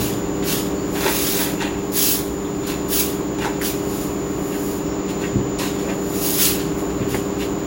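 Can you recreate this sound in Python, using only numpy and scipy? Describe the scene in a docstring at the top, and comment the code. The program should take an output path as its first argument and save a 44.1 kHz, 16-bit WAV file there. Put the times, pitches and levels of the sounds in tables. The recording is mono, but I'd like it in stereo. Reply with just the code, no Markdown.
"""A plastic broom sweeps a concrete floor under a carport roof; the man sweeping then shuffles away.
Thousands of bristles stick and flick on the grit; the hollow head clacks and chatters.
His feet thud and scuff, a bird chirps far off. An air-conditioner hums steadily nearby:
compressor and mains tones, fan noise, a thin inverter whine."""
import sys
import numpy as np
from scipy import signal
from scipy.fft import rfft, irfft, next_fast_len
from scipy.io import wavfile

SR = 44100
rng = np.random.default_rng(int(sys.argv[2]) if len(sys.argv) > 2 else 0)


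def transcribe(u):
    """Save the signal u as a 16-bit wav file named by the first command-line argument.

    u: samples, shape (n,) or (channels, n), limited to [-1, 1]; the rate is SR.
    q: integer samples, one column per channel.
    """
    v = np.clip(np.atleast_2d(u).T, -1, 1)
    q = np.round(v * 32767).astype(np.int16)
    wavfile.write(sys.argv[1], SR, q)


N = 337806
TIME_S = np.arange(N) / SR

# broom strokes: start/s, rise/s, time to lift/s, level/dB, scrape over hiss/dB
STROKES = [(-.02, 0.03, 0.1, -12, 2.5), (0.426, 0.074, 0.13, -7.5, 2.5), (0.83, 0.41, 0.6, -6, 0.5),
           (1.904, 0.097, 0.21, 0.5, -4), (1.962, 0.04, 0.047, -13, 8), (2.656, 0.023, 0.036, -17.5, 3),
           (2.869, 0.1, 0.13, -0.5, -2.5), (3.372, 0.068, 0.053, -23.5, 5), (3.601, 0.066, 0.06, -6.5, 1.3),
           (3.75, 0.23, 0.29, -18, -1.5), (4.285, 0.34, 0.46, -19.5, -5.5), (5.076, 0.027, .03, -29, 11),
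           (5.155, 0.11, 0.066, -27, 13.5), (5.579, 0.032, 0.052, -16.5, 11),
           (5.775, 0.023, 0.03, -35.5, 18.5), (5.846, 0.1, 0.029, -33, 0), (5.966, 0.66, 0.38, -1, -4.5),
           (6.113, 0.026, .03, -30, 9), (6.2, 0.038, 0.09, -9, -4), (6.342, 0.094, 0.11, 2.5, 0),
           (6.575, 0.026, 0.039, -28.5, 12), (6.763, 0.036, 0.018, -21.5, -9),
           (7.075, 0.038, 0.079, -17.5, 4), (7.365, 0.057, 0.049, -22, 4)]
# faint gritty hiss between strokes: t/s, level/dB
GRIT_LEVEL = [(0, -34.5), (2.5, -33), (3.6, -37), (4.3, -30.5), (5.0, -41), (5.55, -45), (5.8, -28.5),
              (7.66, -36.5)]
# bristle noise: f/Hz, relative density/dB
BRISTLE_SPECTRUM = [(700, -71), (1100, -57), (1900, -54.5), (2800, -52), (3700, -52), (4500, -55.5),
                    (6000, -56.5), (7200, -53), (9000, -60), (11000, -58), (13000, -57.5), (15000, -54.5)]
# compressor (64 Hz) and mains (100 Hz) harmonics, sidebands, inverter whine:
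# f/Hz, level before trim/dB, left minus right/dB
HUM_TONES = [(64.2, -42.4, -2), (100, -47.2, 4), (163.6, -42.2, 3), (192.2, -34.8, -3), (200.2, -41.0, 0),
             (227.3, -41.6, -10), (236.3, -45.2, -10), (256, -41.9, -5), (283.8, -32.7, 10),
             (291.3, -40.7, 12), (300, -30.6, 6), (319.9, -34.7, 3), (327.5, -47.9, -15),
             (347.3, -41.5, -8), (355.2, -40.4, -3), (363.4, -45.0, -4), (383.3, -38.6, -3),
             (400.1, -29.7, -1), (447.1, -42.2, 18), (483.9, -45.7, -4), (500, -40.6, 3),
             (547.4, -41.4, -7), (583.3, -44.0, 0), (639.2, -44.0, 2), (675.2, -45.3, 1), (895, -49.7, 10),
             (959, -49.2, 8), (1022.7, -46.7, 7), (1086.9, -45.5, 6), (1150.8, -49.2, -3),
             (1250.3, -51.0, 8), (6899.4, -46.9, 4), (6999.3, -38.4, 7), (7099.3, -54.2, 8)]
# standing waves between wall and car: f/Hz, left phase lead/rad
HUM_PHASE = [(60, -1), (400, 1), (450, 2), (1000, 3.5), (1090, 1.5), (7000, 1.67)]
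# fan and outdoor air: f/Hz, relative density/dB
FAN_SPECTRUM = [(25, -61), (45, -56.5), (65, -51.5), (82, -60.5), (125, -53.5), (175, -51), (250, -61.5),
                (390, -52.5), (600, -56.5), (1100, -61.5), (1900, -69.5), (4000, -77.5), (6000, -79.5),
                (7200, -70.5), (8800, -104.5), (14000, -116)]
# fan noise, left against right: f/Hz, correlation (-1..1)
FAN_CORRELATION = [(30, 1), (60, 0.71), (130, 0.89), (330, 0.014), (640, -0.071), (1400, -0.31),
                   (3000, 0.047), (15000, -0.16)]
# slow swell of hum and fan: t/s, gain/dB
DRONE_GAIN = [(0, 1.6), (1.0, 1.5), (1.7, 1), (2.25, -0.5), (2.9, 0.5), (3.6, 1), (4.8, 1.2), (5.6, 1.5),
              (7.66, 1.34)]
# heel thuds: t/s, rise/s, level/dB
THUDS = [(0.016, 0.047, -23), (0.13, 0.016, -27), (0.549, 0.034, -29), (2.549, 0.048, -33),
         (5.366, 0.026, -15.5), (7.026, 0.041, -26), (7.132, 0.018, -25)]
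# thud modes: f/Hz, level/dB
THUD_MODES = [(124, -10), (62.5, -24), (102.7, -16.5), (131, -21), (208, -14), (257, -16), (338, -21)]
# bristle and grit snaps: t/s, level/dB, centre f/Hz, fall/s
TICKS = [(0.423, -27.5, 2400, 0.014), (0.951, -24.5, 2240, .007), (2.666, -32, 7000, .004),
         (3.388, -34, 3000, .002), (3.421, -30, 2200, 0.0033), (3.449, -36, 4000, .0015),
         (3.613, -23, 1600, 0.0022), (3.614, -27, 11000, .005), (5.586, -24.5, 4500, .003),
         (5.897, -34, 3180, .0014), (6.393, -28, 5000, .001), (6.452, -15, 4500, .0007),
         (6.462, -22, 5500, .0006), (6.6, -29, 3000, .0014), (6.901, -36, 2400, .0014),
         (7.1435, -23, 1600, .001), (7.146, -32, 7500, 0.0018)]
# bird chirps: t/s, length/s, f/Hz, level/dB
CHIRPS = [(0.8, 0.1, 4560, -45), (2.455, 0.037, 3650, -43), (4.898, 0.11, 5520, -48)]
# modes of the hollow broom head: f/Hz, width/Hz, level/dB
HEAD_MODES = [(390, 45, 4.5), (680, 170, -2), (870, 75, 7), (1050, 120, -.5), (1360, 260, -5),
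              (1820, 260, -6.5), (2450, 400, -9), (2800, 300, -15), (3400, 550, -15), (4400, 900, -18),
              (5600, 2000, -23)]
# head dragged: t/s, rise/s, fall/s, level/dB, tilt/(dB/octave)
CHATTERS = [(0.96, .008, 0.03, -24, 3), (1.08, 0.071, 0.06, -17, 2), (1.42, 0.088, 0.061, -24, 0.5),
            (1.625, 0.038, 0.068, -23.5, 3), (2.702, 0.065, 0.075, -28.5, 5),
            (3.46, 0.014, 0.055, -23.5, 2), (5.616, 0.025, 0.072, -26, -0.5)]
# head strikes the floor: t/s, level/dB, tilt/(dB/octave)
CLACKS = [(1.008, -22, 4), (1.044, -20, 4), (1.056, -12, -19), (1.081, -19.5, 7), (1.604, -25.5, 4.5),
          (1.616, -20, 1), (1.623, -23, 5), (1.658, -34, -3), (3.386, -24.5, 1.5), (3.42, -24, 1),
          (3.447, -18, -1), (3.455, -17.5, 1), (3.466, -29, 3), (7.144, -17, -7.5)]
# foot scuffs: t/s, rise/s, level/dB, centre f/Hz, spread/octaves
SCUFFS = [(3.429, 0.027, -26, 1600, 0.52), (4.537, 0.035, -34.5, 1950, 0.33),
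          (5.098, 0.026, -34.5, 2800, 0.65), (5.24, 0.024, -28.5, 2000, 0.2),
          (5.903, 0.042, -22, 430, 0.49), (5.9, 0.025, -32.5, 2110, 0.3), (7.02, 0.023, -36.5, 2200, 0.36),
          (7.13, 0.029, -35, 2220, 0.35), (7.418, 0.022, -27, 2550, 0.42)]


def from_db(db):
    """Decibels to gain."""
    return 10 ** (np.asarray(db) / 20)


def unit_rms(x):
    """Scale to rms 1."""
    return x / np.sqrt(np.mean(x ** 2) + 1e-20)


def unit_hit(x, window_s=.01):
    """Scale a hit to the energy of rms 1 over window_s."""
    return x / np.sqrt(np.sum(x ** 2) / (window_s * SR) + 1e-20)


def in_time(rows):
    """Control curve at every sample."""
    return np.interp(TIME_S, *np.transpose(rows))


def at_hz(rows, hz):
    """Read a curve on a log-frequency axis."""
    row_hz, values = np.transpose(rows)
    return np.interp(np.log(hz), np.log(row_hz), values)


def shaped(x, gain_at):
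    """Filter by a gain that is a function of frequency."""
    size = next_fast_len(x.shape[-1] + 2048, True)
    hz = np.maximum(np.arange(size // 2 + 1) * SR / size, 1)
    return irfft(rfft(x, size) * gain_at(hz), size)[..., :x.shape[-1]]


def density(spectrum, hz):
    """Gain that gives unit white noise this spectral density."""
    return from_db(at_hz(spectrum, hz)) * np.sqrt(SR / 2)


def drift(corner_hz):
    """Slow random wander, rms about 1."""
    hop, settle = 40, 2000
    pole = np.exp(-2 * np.pi * corner_hz * hop / SR)
    noise = rng.standard_normal(N // hop + settle + 2)
    slow = signal.lfilter([1], [1, -2 * pole, pole * pole], noise)[settle:]
    return np.interp(np.arange(N) / hop, np.arange(len(slow)), unit_rms(slow))


def flicks(per_s, spread_db, size):
    """Tiny slips on grit: random clicks of uneven size, rms 1."""
    slips = rng.random(size) < per_s / SR
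    heights = from_db(spread_db * np.minimum(rng.exponential(1, size), 5))
    return unit_rms(slips * heights * rng.choice([-1, 1], size))


def swell(t, rise_s, fall_s):
    """Contact builds up to t = 0, then dies away."""
    return np.exp(-(np.minimum(t, 0) / rise_s) ** 2 - np.maximum(t, 0) / fall_s)


def resonance(hz, centre_hz, width_hz):
    """One damped mode, peak gain 1."""
    return 1 / (1 + 1j * (hz / centre_hz - centre_hz / hz) * centre_hz / width_hz)


def add(out, sound, start_s):
    """Mix a short sound into a track."""
    at = round(start_s * SR)
    first, last = max(at, 0), min(at + len(sound), N)
    out[first:last] += sound[first - at:last - at]


def carport(x, wet_db, t60_s=0.13, right_lag_s=.000182):
    """Direct sound, left ear first, plus a dense tail from roof, wall and car."""
    t = np.arange(int(.7 * SR)) / SR
    tail = rng.standard_normal((2, len(t))) * from_db(-60 * t / t60_s)
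    tail /= np.sqrt(np.sum(tail ** 2, axis=1, keepdims=True))
    right = shaped(x, lambda hz: np.exp(-2j * np.pi * hz * right_lag_s))
    direct = np.array([x, right]) * from_db([[.4], [-.4]])
    reverb = signal.fftconvolve(x[None], tail, axes=1)[:, :N]
    wet = from_db(wet_db)
    return (direct + wet * reverb) / np.sqrt(1 + wet ** 2)


def gliding_comb(x, lag_s, gain):
    """Add a copy with a wandering delay: shallow notches glide through the sound."""
    delayed_s = TIME_S - lag_s * np.exp(.15 * drift(3))
    delayed = np.array([np.interp(delayed_s, TIME_S, row) for row in x])
    return (x + gain * delayed) / np.sqrt(1 + gain ** 2)


def stroke_envelopes(hiss_fade_db_per_s=154, scrape_fade_db_per_s=114):
    """Each stroke lands, presses, holds and lifts; returns hiss and scrape amplitudes."""
    hiss_power = from_db(in_time(GRIT_LEVEL)) ** 2
    scrape_power = hiss_power * from_db(-7) ** 2
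    t = np.arange(SR) / SR
    for start_s, rise_s, lift_s, db, scrape_db in STROKES:
        press = np.sin(np.pi / 2 * np.clip(t / rise_s, 0, 1)) ** 2
        # bristles slap down just after first touch, harder in sudden strokes
        slap = 0.011 / rise_s * swell(t - 0.016, rise_s=0.0026, fall_s=0.016)
        force = from_db(db) * (press + slap)
        lifted_s = np.maximum(t - lift_s, 0)
        add(hiss_power, (force * from_db(-hiss_fade_db_per_s * lifted_s)) ** 2, start_s)
        add(scrape_power, (force * from_db(scrape_db - scrape_fade_db_per_s * lifted_s)) ** 2, start_s)
    return np.sqrt(hiss_power), np.sqrt(scrape_power)


def broom(crossover_hz=7000, thin_below_hz=2200, direct_share=0.13):
    """Bristles flick in clumps: a high hiss over a coarser, lower scrape that thins in loud strokes."""
    hiss_gain, scrape_gain = stroke_envelopes()
    clumps = from_db(drift(28) + 3.0)
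    low_share = lambda hz: 1 / (1 + (hz / crossover_hz) ** 4)
    hiss = hiss_gain * clumps * flicks(per_s=14000, spread_db=-1.5, size=N)
    hiss = shaped(hiss, lambda hz: density(BRISTLE_SPECTRUM, hz) * np.sqrt(1 - low_share(hz)))
    catches = from_db(0.48 * drift(35) - 6.5)   # tufts catch on rough concrete and let go
    slips = np.array([flicks(per_s=4500, spread_db=0.5, size=N) for _ in range(3)])
    scrape = catches * scrape_gain * clumps * slips
    scrape = gliding_comb(scrape, lag_s=.0007, gain=.32)   # wide notches colour the scrape
    scrape = gliding_comb(scrape, lag_s=.0026, gain=.28)   # drifting streaks of colour in the rasp
    scrape = shaped(scrape, lambda hz: density(BRISTLE_SPECTRUM, hz) * np.sqrt(low_share(hz)))
    low_end = shaped(scrape, lambda hz: 1 / (1 + (hz / thin_below_hz) ** 8))
    scrape -= np.clip(0.4 * hiss_gain, 0, .7) * low_end   # fast bristles skim and rasp thinner
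    direct = hiss + np.sqrt(direct_share) * scrape[0]
    scattered = np.sqrt(1 - direct_share) * scrape[1:]   # unlike in each ear
    return carport(direct, wet_db=-4.0) + scattered


def hum(hum_trim_db=-0.75, whine_trim_db=-1.1):
    """Compressor, mains and inverter tones: close ones beat, each wavers with the load."""
    out = np.zeros((2, N))
    for hz, db, pan_db in HUM_TONES:
        phase = 2 * np.pi * (hz * TIME_S + rng.random()) + .1 * drift(2)
        trim_db = whine_trim_db if hz > 5000 else hum_trim_db
        pan = unit_rms(from_db([[pan_db / 2], [-pan_db / 2]]))
        amplitude = pan * from_db(db + trim_db + drift(2.9)) * np.sqrt(2)
        out += amplitude * np.sin([phase, phase - at_hz(HUM_PHASE, hz)])
    return out


def fan(hiss_hz=15620, hiss_half_width_hz=110):
    """Rush of air, alike in both ears in the bass, plus a narrow electronic hiss."""
    mid, side = rng.standard_normal((2, N))
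    alike = lambda hz: at_hz(FAN_CORRELATION, hz)
    mid = shaped(mid, lambda hz: density(FAN_SPECTRUM, hz) * np.sqrt((1 + alike(hz)) / 2))
    side = shaped(side, lambda hz: density(FAN_SPECTRUM, hz) * np.sqrt((1 - alike(hz)) / 2))
    noise = rng.standard_normal((2, N))
    hiss = shaped(noise, lambda hz: 1 / (1 + ((hz - hiss_hz) / hiss_half_width_hz) ** 2))
    return from_db(-2.5) * np.array([mid + side, mid - side]) + from_db(-47.0) * unit_rms(hiss)


def heel_thuds():
    """A heel rolls on to the floor and shakes a few low, damped modes."""
    out, t = np.zeros(N), np.arange(-SR // 5, SR // 3) / SR
    for at_s, rise_s, db in THUDS:
        body = np.zeros(len(t))
        for hz, mode_db in THUD_MODES:
            detuned_hz = hz * rng.normal(1, 0.044)
            body += from_db(mode_db) * np.sin(2 * np.pi * (detuned_hz * t + rng.random()))
        add(out, from_db(db) * unit_rms(body) * swell(t, rise_s, fall_s=0.05), at_s + t[0])
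    return out


def bristle_ticks():
    """Stiff bristles and grit snap on concrete: a brief crack in one broad resonance."""
    out, t = np.zeros(N), np.arange(SR // 20) / SR
    for at_s, db, centre_hz, fall_s in TICKS:
        burst = rng.standard_normal(len(t)) * np.exp(-t / fall_s)
        crack = shaped(burst, lambda hz: resonance(hz, centre_hz, width_hz=1.3 * centre_hz) ** 2)
        add(out, from_db(db) * unit_hit(crack), at_s)
    return out


def bird(half_width_hz=270):
    """Short, distant whistles, blurred into narrow noise bands."""
    out, t = np.zeros(N), np.arange(-SR // 5, SR // 5) / SR
    for at_s, length_s, pitch_hz, db in CHIRPS:
        noise = rng.standard_normal(len(t))
        whistle = shaped(noise, lambda hz: 1 / (1 + ((hz - pitch_hz) / half_width_hz) ** 2))
        envelope = np.exp(-np.minimum(2 * t / length_s, 2) ** 4)
        add(out, from_db(db) * unit_rms(whistle) * envelope, at_s + t[0])
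    return out


def head_ring(contacts, tilt_db_per_oct):
    """The plastic head rings; each landing favours other modes and shifts them a little."""
    modes = []
    for k, (mode_hz, width_hz, db) in enumerate(HEAD_MODES):
        mode_hz *= rng.normal(1, .04)
        db += rng.normal(0, 1.5) + tilt_db_per_oct * np.log2(mode_hz / 1000)
        modes.append((mode_hz, width_hz, (-1) ** k * from_db(db)))
    return shaped(contacts, lambda hz: sum(gain * resonance(hz, f, width) for f, width, gain in modes))


def head_chatters():
    """The dragged head skips in a quick run of small contacts."""
    out, t = np.zeros(N), np.arange(-SR // 10, SR // 5) / SR
    for at_s, rise_s, fall_s, db, tilt_db_per_oct in CHATTERS:
        touch = swell(t, rise_s, fall_s)
        ring = head_ring(flicks(per_s=1200, spread_db=4.0, size=len(t)) * touch, tilt_db_per_oct)
        add(out, from_db(db) * unit_rms(ring) * np.sqrt(np.mean(touch ** 2)), at_s + t[0])
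    return out


def head_clacks():
    """Single hard contacts with the floor ring the head."""
    out = np.zeros(N)
    for at_s, db, tilt_db_per_oct in CLACKS:
        ring = head_ring(signal.unit_impulse(SR // 10), tilt_db_per_oct)
        add(out, from_db(db) * unit_hit(ring), at_s)
    return out


def foot_scuffs():
    """A foot slides on concrete: a short run of gritty slips in one broad resonance."""
    out, t = np.zeros(N), np.arange(-SR // 10, SR // 5) / SR
    for at_s, rise_s, db, centre_hz, spread_oct in SCUFFS:
        slips = flicks(per_s=3600, spread_db=1.5, size=len(t))
        rasp = shaped(slips, lambda hz: 1 / (1 + (np.log2(hz / centre_hz) / spread_oct) ** 2 / 8) ** 2)
        add(out, from_db(db) * unit_rms(rasp) * swell(t, rise_s, fall_s=0.027), at_s + t[0])
    return out


def scene():
    """Broom, feet and bird in the carport, over the air-conditioner."""
    diffuse = carport(head_chatters() + foot_scuffs() + bird(), wet_db=21.5)
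    hits = carport(head_clacks(), wet_db=1.5) + carport(bristle_ticks(), wet_db=7.5)
    return broom() + diffuse + hits + heel_thuds() + from_db(in_time(DRONE_GAIN)) * (hum() + fan())


def record(dry, ceiling=.75, low_cut_hz=30, high_cut_hz=15850):
    """Round the highest peaks; cut the deepest bass and the top."""
    rounded = dry / (1 + np.abs(dry / ceiling) ** 6) ** (1 / 6)
    highpass = signal.butter(3, low_cut_hz, "high", fs=SR, output="sos")
    lowpass = signal.ellip(10, .1, 80, high_cut_hz, fs=SR, output="sos")
    return signal.sosfilt(lowpass, signal.sosfilt(highpass, rounded))


dry = scene()
out = record(dry)
transcribe(out)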